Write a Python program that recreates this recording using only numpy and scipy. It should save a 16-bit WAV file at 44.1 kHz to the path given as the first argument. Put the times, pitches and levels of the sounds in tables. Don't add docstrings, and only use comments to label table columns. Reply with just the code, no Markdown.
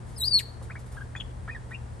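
import sys
import numpy as np
from scipy import signal
from scipy.fft import rfft, irfft
from scipy.io import wavfile

SR = 44100
rng = np.random.default_rng(int(sys.argv[2]) if len(sys.argv) > 2 else 0)


def wav_out(sig):
    wavfile.write(sys.argv[1], SR, np.round(np.clip(np.atleast_2d(sig).T, -1, 1) * 32767).astype(np.int16))


N = 88200
T = np.arange(N) / SR
FREQS = np.maximum(np.arange(N // 2 + 1) * SR / N, 1)
JITTER_HZ = 684


def from_db(db):
    return 10 ** (np.asarray(db) / 20)


def rms_one(x):
    return x / np.sqrt(np.mean(x ** 2) + 1e-20)


def in_time(rows):
    time_s, *columns = np.transpose(rows)
    return [np.interp(T, time_s, column) for column in columns]


def at_hz(points, hz):
    freq_hz, values = np.transpose(points)
    return np.interp(np.log(hz), np.log(freq_hz), values)


def panned(x, pan_db):
    return np.array([x * from_db(pan_db / 2), x * from_db(-pan_db / 2)])


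def drift(rate_hz):
    return rms_one(irfft(rfft(rng.standard_normal(N)) / (1 + (FREQS / rate_hz) ** 2), N))


def coloured(x, spectrum):
    return rms_one(irfft(rfft(x) * from_db(at_hz(spectrum, FREQS)), N))


def partial(hz, multiple):
    return np.sqrt(2) * np.sin(2 * np.pi * multiple * np.cumsum(hz) / SR) * (multiple * hz < SR / 2)


def bursts(rows):
    return sum(from_db(level_db) * np.clip((T - start_s) / attack_s, 0, 1)
               * np.exp(-np.maximum(T - start_s - attack_s, 0) / decay_s)
               for start_s, attack_s, decay_s, level_db in rows)


def wide_noise(spectrum):
    # freq_hz, correlation
    likeness = [(40, 1), (120, 0.4), (250, 0.59), (500, 0.058), (800, -0.089), (1400, -0.13), (3000, 0.6),
                (9000, 0.066)]
    alike = at_hz(likeness, FREQS)
    mid, side = rfft(rng.standard_normal((2, N)))
    stereo = np.sqrt(1 + alike) * mid + np.sqrt(1 - alike) * side * [[1], [-1]]
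    return coloured(irfft(stereo, N), spectrum)


def outdoors():
    # freq_hz, gain_db
    rumble_colour = [(12, -36.5), (25, -21.5), (38, -7), (50, 1), (62, -2), (76, 6), (100, -7), (150, -9),
                     (200, -13.5), (300, -22.5), (600, -43), (3000, -100)]
    # time_s, gain_db
    rumble_swell = [(0, 2), (.15, 1.5), (.35, -1), (.55, -3), (.66, 1.5), (.85, -3), (.93, 2), (1.1, -0.5),
                    (1.32, 0), (1.45, 0.5), (1.6, -0.5), (2, -0.5)]
    # freq_hz, gain_db
    air_colour = [(100, 0), (250, -1.5), (460, 1.5), (650, -1), (950, -2), (1300, -7.5), (1760, -8.5),
                  (2600, -19), (4500, -21), (6500, -23), (8600, -18.5), (10000, -21.5), (11200, -26.5),
                  (12200, -62), (15000, -70)]
    rumble = from_db(-41.4 + in_time(rumble_swell)[0]) * wide_noise(rumble_colour)
    return rumble + from_db(-50.4) * wide_noise(air_colour)


def hum():
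    # multiple, gain_db
    overtones = [(2, -20), (3, -26.5), (3.8, -23)]
    hz = 120.64 * (1 + .012 * drift(5.7))
    tone = partial(hz, 0.99) + sum(from_db(db) * partial(hz, k) for k, db in overtones)
    return tone * from_db(-43.9 + 0.9 * drift(5.8))


def aviary(x, scatter_db):
    # delay_s, left_db, right_db
    echoes = [(.0037, -15, -34.5), (.0093, -7.5, -18), (0.0145, -40, -12.5), (0.0204, -25, -25),
              (.104, -32.5, -39.5)]
    # freq_hz, lead_rad
    left_lead = [(300, .05), (1500, .4), (2400, .8), (4400, 1.25), (8000, 1.2), (12000, 1.15)]
    pen_t60_s, pen_db = 0.054, -17.5
    yard_t60_s, yard_db, yard_delay_s = 0.44, -22, 0.03
    pen = rng.standard_normal((2, N)) * from_db(-60 * T / pen_t60_s) * (T > echoes[0][0])
    yard = rng.standard_normal((2, N)) * from_db(-60 * T / yard_t60_s) * (T > yard_delay_s)
    scatter = from_db(pen_db) * rms_one(pen) + from_db(yard_db) * rms_one(yard)
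    response = from_db(scatter_db) * scatter / np.sqrt(N)
    for delay_s, left_db, right_db in echoes:
        response[:, int(delay_s * SR)] += from_db([left_db, right_db])
    wet = x + signal.fftconvolve(x, response, axes=1)[:, :N]
    return irfft(rfft(wet) * np.exp(.5j * at_hz(left_lead, FREQS) * np.array([[1], [-1]])), N)


def feet():
    # start_s, attack_s, decay_s, level_db
    scuffs = [(.05, 0.038, 0.11, -59), (.622, .005, 0.03, -53.5), (.786, .008, 0.022, -54),
              (.858, 0.0074, 0.027, -58), (.915, 0.0049, 0.07, -56), (1.49, 0.015, .04, -83),
              (1.69, 0.015, 0.042, -63.5), (1.91, 0.022, 0.043, -68)]
    # freq_hz, gain_db
    grit_colour = [(1000, 3), (2500, -0.5), (3400, 0.5), (5500, -2), (8500, 4), (10500, 5), (11800, -3.5),
                   (13000, -38), (15000, -40)]
    # start_s, attack_s, decay_s, level_db
    steps = [(.613, 0.00093, 0.0065, -42), (.72, .003, .008, -57), (.945, 0.014, 0.017, -53)]
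    # freq_hz, gain_db
    earth_colour = [(150, -69), (400, 5.5), (750, 16.5), (1300, 9.5), (2500, -24), (6000, -38)]
    grains = rng.standard_normal(N) * from_db(drift(rate_hz=420))
    earth = coloured(rng.standard_normal(N), earth_colour)
    return bursts(scuffs) * coloured(grains, grit_colour) + bursts(steps) * earth


def peeps():
    # start_s, rise_s, fall_s, start_hz, top_hz,
    # end_hz, level_db, swell_db, overtone_db, rasp_db, pan_db
    notes = [(.697, 0.024, 0.003, 1004, 2444, 2400, -39.5, -2, -21.5, -43, 2),
             (0.752, 0.014, 0.0093, 1050, 2263, 2105, -41, -7, -21, -48, 1.5),
             (0.929, .026, 0.0043, 1024, 1370, 1350, -56, -8, -23, -57, -8),
             (0.966, 0.012, 0.0148, 1003, 1645, 1250, -41.5, -3, -20, -54, 1.5),
             (1.004, 0.014, 0.0081, 1076, 1650, 1390, -40, 2, -19.5, -79, 1.5),
             (1.148, 0.0153, 0.0062, 895, 2503, 2380, -38, 4.5, -21, -38.5, 1),
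             (1.162, 0.011, 0.013, 3210, 3510, 3330, -39, -7, -14, -86, 3),
             (1.199, 0.00676, 0.0061, 2573, 3486, 2380, -27.5, 9, -27, -51, 4.5),
             (1.476, .028, 0.0015, 1094, 1900, 1950, -38, 14, -23.5, -37.5, -.4),
             (1.503, 0.015, 0.022, 2100, 2530, 2370, -42, 2, -19, -63, 6),
             (1.547, 0.0022, 0.023, 1950, 1950, 1540, -40, -3, -16, -64, -2),
             (1.707, 0.017, 0.0036, 1408, 1958, 1950, -42, 12, -14, -46.5, -0.5),
             (1.724, 0.0174, 0.0076, 2216, 2436, 2520, -38.5, 18, -29, -61, 2),
             (1.744, 0.0085, 0.0081, 2650, 2810, 2680, -38, 7, -24, -71, 5.5)]
    # freq_hz, gain_db
    throat = [(800, 2), (1200, -4.5), (1700, -1.5), (2000, 3), (2400, -8.5), (2800, 0.5), (3400, -8),
              (5000, -8), (6800, -5.5), (9000, -28)]
    # freq_hz, gain_db
    rasp_colour = [(300, -31), (650, -5), (1000, 0), (1600, 4.5), (2400, -11.5), (4000, -32.5),
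                   (8000, -50.5)]
    register_hz, register_pull, slip_db = 825.3, 0.35, -4
    clear_spread_hz, hoarse_spread_hz, hoarse_s = 9.1, 109.6, 0.0051
    edge_s, rasp_attack_s, rasp_decay_s = 0.0026, 0.0053, 0.0076
    rasp_noise = coloured(rng.standard_normal(N), rasp_colour)
    out = 0
    for (start_s, rise_s, fall_s, start_hz, top_hz, end_hz,
         level_db, swell_db, overtone_db, rasp_db, pan_db) in notes:
        length_s = rise_s + fall_s
        t = np.clip(T - start_s, 0, length_s)
        arch_hz = top_hz + np.where(t < rise_s, (start_hz - top_hz) * (1 - t / rise_s) ** 2,
                                    (end_hz - top_hz) * ((t - rise_s) / fall_s) ** 2)
        register_rad = 2 * np.pi * arch_hz / register_hz
        pitch_hz = arch_hz - register_pull * register_hz * np.sin(register_rad) / (2 * np.pi)
        slip = (.5 - .5 * np.cos(register_rad)) ** 2
        hz = pitch_hz + (clear_spread_hz + hoarse_spread_hz * np.exp(-t / hoarse_s)) * drift(JITTER_HZ)
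        gate = np.clip(np.minimum(t, length_s - t) / edge_s, 0, 1)
        envelope = gate * from_db(level_db + swell_db * (t / length_s - .5) + slip_db * slip)
        voice = sum(from_db(db + at_hz(throat, k * pitch_hz)) * partial(hz, k)
                    for k, db in enumerate((0, overtone_db, overtone_db - 8.5), 1))
        rasp = rasp_noise * bursts([(start_s, rasp_attack_s, rasp_decay_s, rasp_db)])
        out += panned(envelope * voice + rasp, pan_db)
    return out


def squeal():
    # time_s, pitch_hz
    glide = [(.16, 5206), (.171, 5150), (.178, 4776), (.187, 4120), (.21, 3970), (.223, 3745), (.236, 4020),
             (.25, 4400), (.267, 4860), (.287, 4761), (.308, 4742), (.324, 4560), (.337, 4411),
             (.362, 4405), (.386, 4190), (.391, 3860), (.394, 2750), (.409, 1627)]
    # time_s, level_db
    loudness = [(.158, -70), (.166, -47), (.18, -52), (.2, -53), (.216, -31.5), (.238, -25.5),
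                (.262, -30.5), (.272, -35.5), (.284, -19.5), (.295, -48), (.304, -49), (.312, -28),
                (.331, -24.5), (.336, -20), (.368, -19), (.39, -27), (.398, -39), (.408, -42), (.413, -55)]
    # time_s, second_db, third_db
    overtones = [(.158, -68, -90), (.175, -49, -65), (.184, -38, -49), (.197, -46, -48), (.209, -32, -46),
                 (.226, -59, -38.5), (.25, -45, -55), (.268, -51.5, -58), (.281, -46.5, -53),
                 (.29, -58, -60.5), (.299, -51, -63), (.315, -48.5, -65.5), (.326, -58, -69),
                 (.338, -37, -55), (.364, -39.5, -60), (.382, -56, -48), (.393, -48, -37),
                 (.402, -43, -50.5), (.413, -78, -61)]
    # time_s, jitter_share
    roughness = [(.16, 0.0044), (.186, 0.02), (.21, 0.0013), (.24, 0.0027), (.26, 0.01), (.272, 0.0012),
                 (.34, 0.0008), (.38, 0.005), (.39, 0.03), (.396, 0.051), (.41, 0.076)]
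    # freq_hz, left_minus_right_db
    balance = [(2000, 2), (3800, 2.5), (4400, 2.5), (4700, 8), (8000, 0), (13000, -1)]
    # start_s, attack_s, decay_s, level_db
    cracks = [(.254, .003, 0.004, -39.5), (.391, 0.0038, 0.012, -37)]
    # freq_hz, gain_db
    crack_colour = [(1200, -58), (2500, -14), (4200, 2), (5800, -7), (8500, 13), (10300, -5), (11600, 14),
                    (13500, -39)]
    waver_share, waver_hz, flutter_db, flutter_hz = 0.61, 89, 2, 150
    (pitch_hz,), (level_db,), (jitter_share,) = in_time(glide), in_time(loudness), in_time(roughness)
    second_db, third_db = in_time(overtones)
    hz = pitch_hz * np.exp(jitter_share * (drift(JITTER_HZ) + waver_share * drift(waver_hz)))
    overtones_db = [db + flutter_db * drift(flutter_hz) for db in (second_db, third_db, third_db - 13)]
    whistle = sum(panned(from_db(db) * partial(hz, k), at_hz(balance, k * pitch_hz))
                  for k, db in enumerate([level_db] + overtones_db, 1))
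    sounding = (T > loudness[0][0]) & (T < loudness[-1][0])
    return sounding * whistle + bursts(cracks) * coloured(rng.standard_normal(N), crack_colour)


def scene():
    birds = aviary(squeal(), scatter_db=0) + aviary(peeps() + feet(), scatter_db=1.5)
    return birds + (hum() + outdoors()) * panned(1, pan_db=1.77)[:, None]


def record(dry):
    # freq_hz, gain_db
    treble_colour = [(9700, 0), (10250, -13), (10800, 2.5), (12600, -4), (13800, -7), (15500, -6.5)]
    cutoff_hz = 15700
    heard = irfft(rfft(dry) * from_db(at_hz(treble_colour, FREQS)), N)
    fade = np.clip(np.minimum(T, T[-1] - T) / .002, 0, 1)
    return signal.sosfilt(signal.butter(24, cutoff_hz, fs=SR, output="sos"), heard * fade)


dry = scene()
out = record(dry)
wav_out(out)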